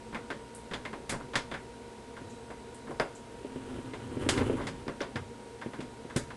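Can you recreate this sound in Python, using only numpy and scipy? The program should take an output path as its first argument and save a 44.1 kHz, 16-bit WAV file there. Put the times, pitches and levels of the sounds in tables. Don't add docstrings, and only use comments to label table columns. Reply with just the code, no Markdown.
import sys
import numpy as np
from scipy import signal
from scipy.fft import rfft, irfft
from scipy.io import wavfile
from scipy.ndimage import uniform_filter1d

SR = 44100
rng = np.random.default_rng(int(sys.argv[2]) if len(sys.argv) > 2 else 0)


def waveform_to_disk(signal):
    frames = np.transpose(np.atleast_2d(signal))
    scaled = np.clip(frames, -1, 1) * 32767
    samples = np.round(scaled).astype(np.int16)
    wavfile.write(sys.argv[1], SR, samples)


N = 280520
TAPS = 8192


def gain_of(db):
    return 10 ** (np.asarray(db) / 20)


def evened(x):
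    return x / np.sqrt(np.mean(x ** 2) + 1e-20)


def read(points, hz):
    f, value = np.transpose(points)
    return np.interp(np.log(hz + 1), np.log(f + 1), value)


def add(mix, s, sound):
    part = mix[max(round(s * SR), 0):][:len(sound)]
    part += sound[:len(part)]


def bins(size):
    return np.fft.rfftfreq(size, 1 / SR)


def peak(f, hz, width):
    return 1 / np.sqrt(1 + (2 * (f - hz) / width) ** 2)


def ring(x, db):
    cepstrum = irfft(np.log(gain_of(np.maximum(db, -100))))
    cepstrum[1:TAPS // 2] *= 2
    cepstrum[TAPS // 2 + 1:] = 0
    response = irfft(np.exp(rfft(cepstrum)))
    return signal.fftconvolve(x, response)[:len(x)]


def noise(magnitude):
    spectrum = rfft(rng.standard_normal(N)) * magnitude
    return evened(irfft(spectrum, N))


# hz [Hz], relative_level_db [dB]
AIR_SPECTRUM = [(15, -37), (25, -15), (65, -0.5), (90, -10.5), (123, -7), (195, -10.5), (227, 1), (325, -7),
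                (454, -6.5), (633, -12), (955, -12), (1090, -17.5), (2010, -20), (8670, -31),
                (11500, -33.5), (15000, -73), (22000, -120)]
# centre_hz [Hz], width_hz [Hz], level_db [dB]
FAN_RESONANCES = [(124.7, 3.1, -71), (219.7, 12, -60.5), (386, 42, -59.5), (466.4, 46, -54),
                  (677, 2.5, -67.5), (993, 12, -70.5), (1455, 87, -68.5), (3930, 8.9, -76.5),
                  (8400, 2000, -73)]
# mean_pitch_hz [Hz], level_db [dB]
HUM_TONES = [(59.2, -66.5), (118.4, -60.5), (940.7, -57.5), (8100, -73.5)]


def background(air_db=-49.5, waver_hz=0.89):
    f = bins(N)
    air = gain_of(air_db) * noise(gain_of(read(AIR_SPECTRUM, f)))
    drone = sum(gain_of(db) * noise(peak(f, hz, width) ** 2) for hz, width, db in FAN_RESONANCES)
    waver = waver_hz * noise(peak(f, 0, 1.72) ** 2)
    tones = np.zeros(N)
    for hz, db in HUM_TONES:
        phase = 2 * np.pi * np.cumsum(hz + waver) / SR
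        tones += gain_of(db) * evened(np.sin(phase))
    return air + drone + tones


# hz [Hz], t60_s [s]
ROOM_DECAY = [(120, 0.57), (400, 0.24), (1000, 0.26), (2700, 0.21), (7000, 0.23), (11000, 0.17)]


def blow(crack_db, early, early_s, crack_s=0.00067, rise_s=0.0023):
    t = np.arange(TAPS) / SR
    scatter = rng.choice([-1., 1.], len(t)) * (rng.random(len(t)) < .25)
    hz, at, z = signal.stft(scatter, SR, nperseg=256)
    decay_db = -60 * at / read(ROOM_DECAY, hz)[:, None]
    tail = signal.istft(z * gain_of(decay_db), SR)[1][:len(t)]
    tail = tail * (1 + early * np.exp(-t / early_s)) * np.minimum(t / 0.0031, 1)
    crack = rng.choice([-1., 1.], len(t)) * np.exp(-t / crack_s) * np.minimum(t / rise_s, 1)
    arrival = evened(tail) + gain_of(crack_db) * evened(crack)
    broad_db = 10 * np.log10(uniform_filter1d(abs(rfft(arrival)) ** 2, size=36))
    arrival = ring(arrival, -broad_db)
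    return arrival / np.sqrt(np.mean(arrival[:TAPS // 12] ** 2))


# start_s [s], relative_level_db [dB], thump_db [dB], depth_db over the thump [dB],
# top_hz of the contact's brightness [Hz], spot_hz, the struck spot's own ring [Hz]
CLICK_EVENTS = [(0.126, -46.5, 4, 8, 2200, 990), (0.146, -36.5, -5.5, 1, 2400, 2280),
                (0.303, -36.5, 2, -2.5, 2720, 1550), (0.712, -44.5, 2.5, 10, 3300, 1780),
                (0.735, -37, -1, -6, 3770, 3400), (0.852, -38.5, -2.5, -6, 2840, 2120),
                (0.93, -41, 3.5, 1, 2200, 970), (1.094, -37.5, -6.5, 11, 10900, 2250),
                (1.124, -36.5, 0, 6.5, 2000, 1040), (1.141, -44.5, 2.5, 6, 2300, 1370),
                (1.202, -46.5, 5, 0, 1600, 1460), (1.335, -39.5, 0, -11, 2900, 980),
                (1.355, -28, -11, 9.5, 4600, 1830), (1.514, -39.5, -1, 5, 2710, 3480),
                (1.54, -38.5, -6, 1, 2760, 1595), (2.166, -48, -6, 7, 2600, 1520),
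                (2.503, -44.5, 1, -7, 1900, 710), (2.872, -49, 1, 7, 2000, 1510),
                (2.908, -40, 0.5, -4, 1080, 750), (2.998, -26.5, 1.5, -7.5, 2100, 650),
                (3.935, -46, 9, -4, 3380, 2100), (4.289, -28, -1.5, 0, 7400, 3000),
                (4.375, -36, 5.5, 2, 3900, 2020), (4.413, -38, -6, -7, 2200, 1040),
                (4.576, -42.5, -0.5, 14.5, 1500, 1097), (4.6, -39.5, 5.5, -8, 1700, 1140),
                (4.615, -48, 9, -3, 3520, 2070), (4.669, -40, -1, 9, 5170, 2000),
                (4.88, -39, 4.5, 3.5, 2400, 1120), (5.005, -38, 11, -12.5, 3340, 1550),
                (5.018, -42, 1, -9, 3400, 1020), (5.158, -37, -6, -5, 3060, 1670),
                (5.615, -41.5, -12, -5, 2380, 1640), (5.734, -45.5, 1.5, 0, 2700, 1590),
                (5.804, -47.5, 3, 4, 4460, 2600), (6.099, -47, -20, -2, 2700, 1650),
                (6.162, -37.5, 2.5, 0, 10300, 1600), (6.304, -45, -6, -1, 2510, 1540)]
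# centre_hz [Hz], width_hz [Hz], lift_db [dB]
SHELL_MODES = [(251, 89, 3.5), (417, 85, 4.5), (568, 79, 6.5), (720, 190, -0.5), (1410, 60, 3),
               (1573, 66, 4), (1780, 270, 3), (2100, 120, 5), (2960, 150, -2.5), (3510, 340, 4),
               (4920, 330, 4.5)]
# hz [Hz], relative_level_db [dB]
CLICK_SPECTRUM = [(30, 10), (70, 2), (130, 14.5), (185, 10.5), (260, 15.5), (480, 10.5), (800, 10.5),
                  (1500, 8), (2600, 5.5), (4000, 5.5), (5500, 3), (8000, 8.5), (9800, 7), (11500, 3)]
SETTLE_S, SETTLE_HZ, SETTLE_TOP_HZ, SETTLE_THUMP_DB = .009, 1018, 1380, -11.5
SETTLE_DB, SETTLE_FOLLOWS = -43, 0.13
ROLL_OFF, DULLEST_DB = 5.17, -26.5
CRACK_PER_DB, CRACK_PER_OCTAVE_DB = 0.13, -2
USUAL_CLICK_DB, USUAL_TOP_HZ = -41, 2510


def clicks(trim_db=-.5, crack_db=-7, settle_crack_db=5, ring_share=0.2, near_s=0.041,
           lift_db=6, settle_lift_db=12):
    f, out = bins(TAPS), np.zeros(N)
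    shell_db = read(CLICK_SPECTRUM, f)
    shell_db = shell_db + sum(db * peak(f, hz, width) ** 2 for hz, width, db in SHELL_MODES)
    near = np.exp(-(np.arange(TAPS) / SR / near_s) ** 2)

    def contact(thump, depth, top_hz, spot_hz, lift, crack):
        bass_db = read([(190, thump + depth), (420, thump), (850, 0)], f)
        treble_power = 1 / (1 + (f / top_hz) ** ROLL_OFF) + gain_of(DULLEST_DB) ** 2
        treble_db = 10 * np.log10(treble_power)
        arrival = blow(crack_db=crack, early=0.94, early_s=0.017)
        spot_db = lift * peak(f, spot_hz, ring_share * spot_hz) ** 2
        arrival = ring(arrival * near, spot_db) + arrival * (1 - near)
        return gain_of(trim_db) * ring(arrival, shell_db + bass_db + treble_db)

    for s, db, thump, depth, top_hz, spot_hz in CLICK_EVENTS:
        strength_db = CRACK_PER_DB * (db - USUAL_CLICK_DB)
        brightness_db = CRACK_PER_OCTAVE_DB * np.log2(top_hz / USUAL_TOP_HZ)
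        crack = crack_db + strength_db + brightness_db
        add(out, s, gain_of(db) * contact(thump, depth, top_hz, spot_hz, lift_db, crack))
        settle = contact(SETTLE_THUMP_DB, 0, SETTLE_TOP_HZ, SETTLE_HZ, settle_lift_db, settle_crack_db)
        add(out, s + SETTLE_S, gain_of(SETTLE_DB + SETTLE_FOLLOWS * db) * settle)
    return out


# start_s [s], level_db [dB], pitch_hz [Hz], crack_db, strength of the first crack [dB]
TICK_EVENTS = [(0.549, -49, 9200, -6), (2.298, -58.5, 6900, -16), (2.745, -54.5, 8700, -3),
               (2.998, -41, 4900, 18), (3.151, -54, 7460, -6), (3.935, -54, 3350, 6),
               (4.880, -53.5, 5110, 12), (5.017, -47, 5540, 19), (5.158, -56, 5250, 13),
               (6.162, -44, 5700, 22)]
TICK_DAMPING_HZ = 27000


def ticks():
    f, out = bins(TAPS), np.zeros(N)
    for s, db, hz, crack in TICK_EVENTS:
        mode_db = 40 * np.log10(peak(f, hz, hz ** 2 / TICK_DAMPING_HZ))
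        tick = ring(blow(crack_db=crack, early=.1, early_s=.01), mode_db)
        opening_rms = np.sqrt(np.mean(tick[:TAPS // 16] ** 2))
        add(out, s, gain_of(db) * tick / opening_rms)
    return out


# centre_hz [Hz], width_hz [Hz], relative_level_db [dB]
BODY_MODES = [(41.6, 10, -9), (92, 8.3, -3), (134, 23, -2), (234, 10, -4.5), (258.5, 12, 2),
              (326, 42, -6.5), (390.5, 86, -3.5), (463, 67, -6), (563, 65, -8)]
# hz [Hz], relative_level_db [dB]
PUSH_SPECTRUM = [(25, 1.5), (100, 2.5), (500, -2.5), (800, -2), (1500, 7.5), (3000, 12), (9000, -87)]


def body_db(f):
    power = sum((gain_of(db) * peak(f, hz, width)) ** 2 for hz, width, db in BODY_MODES)
    return 10 * np.log10(power) + read(PUSH_SPECTRUM, f)


# start_s [s], relative_level_db [dB], push_hz, centre of the push [Hz]
BUMP_EVENTS = [(2.212, -37.5, 238), (2.894, -33, 254), (3.445, -31.5, 400), (3.557, -30.5, 268),
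               (3.783, -33, 235), (4.114, -34, 253), (4.167, -28.5, 260), (4.221, -27.5, 240),
               (4.262, -24, 265), (4.374, -24, 272), (4.408, -21, 248), (4.46, -30, 312), (4.496, -21, 417),
               (4.532, -27.5, 280), (4.867, -34, 346), (5.155, -29.5, 129), (5.660, -28, 264),
               (5.787, -31, 262), (6.047, -36, 294), (6.159, -22, 144)]


def bumps(trim_db=-3.0, focus_db_per_octave=7.0):
    f, out = bins(TAPS), np.zeros(N)
    hollow_db = body_db(f)
    for s, db, hz in BUMP_EVENTS:
        octaves_away = np.minimum(abs(np.log2((f + 1) / hz)), 2)
        push_db = -focus_db_per_octave * octaves_away
        arrival = blow(crack_db=10.5, early=0.23, early_s=0.013, crack_s=0.007)
        thud = ring(arrival, hollow_db + push_db)
        loudest = np.sqrt(uniform_filter1d(thud ** 2, size=350).max())
        add(out, s, gain_of(db + trim_db) * thud / loudest)
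    return out


SWELL_DB = 17


def push(t, s, db, swell_s, fade_s):
    away = np.maximum((s - t) / swell_s, (t - s) / fade_s)
    return gain_of(db - SWELL_DB * away ** 1.26)


# hardest_push_s [s], relative_level_db [dB], swell_s [s], fade_s [s]
RUB_STROKES = [(2.25, -41.5, 0.05, 0.17), (3.72, -35, 0.4, 0.3), (4.39, -25, 0.39, 0.41)]
# hz [Hz], relative_level_db [dB]
GRIT_SPECTRUM = [(200, -8), (700, 12), (1200, 3.5), (2500, 1.5), (5000, -14), (9000, -7.5), (12000, -14)]


def rubbing(slips_per_s=180, rumble_db=-7.0, grit_db=-19, lumps_hz=22,
            snags_per_s=25, snag_db=-30, snag_hz=2300, snag_width_hz=2200):
    t, f = np.arange(N) / SR, bins(TAPS)
    force = sum(push(t, *stroke) for stroke in RUB_STROKES)
    grip_db = 3 * np.tanh(noise(peak(bins(N), 0, 2 * lumps_hz) ** 2))
    sizes = gain_of(grip_db + rng.uniform(-4, 4, N)) * rng.choice([-1., 1.], N)
    slips = sizes * (rng.random(N) < slips_per_s / SR)
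    echoes = signal.fftconvolve(slips, blow(crack_db=-18.5, early=0.55, early_s=0.0041))[:N]
    slips = evened(slips) + 1.78 * evened(echoes)
    rumble = gain_of(rumble_db) * evened(ring(slips, body_db(f)))
    grit = gain_of(grit_db) * evened(ring(slips, read(GRIT_SPECTRUM, f)))
    snag_mode_db = 40 * np.log10(peak(f, snag_hz, snag_width_hz))
    snag = ring(blow(crack_db=2, early=.6, early_s=.012), snag_mode_db)
    catches = sizes * (rng.random(N) < snags_per_s / SR)
    snags = gain_of(snag_db) * evened(signal.fftconvolve(catches, snag)[:N])
    return force * (rumble + grit + snags)


def scene():
    return (background() + clicks() + ticks() + bumps() + rubbing())[None]


def record(dry, edge_hz=11400):
    low_pass = signal.firwin(101, edge_hz, window=("kaiser", 7), fs=SR)
    return signal.oaconvolve(dry, low_pass[None], "same")


dry = scene()
out = record(dry)
waveform_to_disk(out)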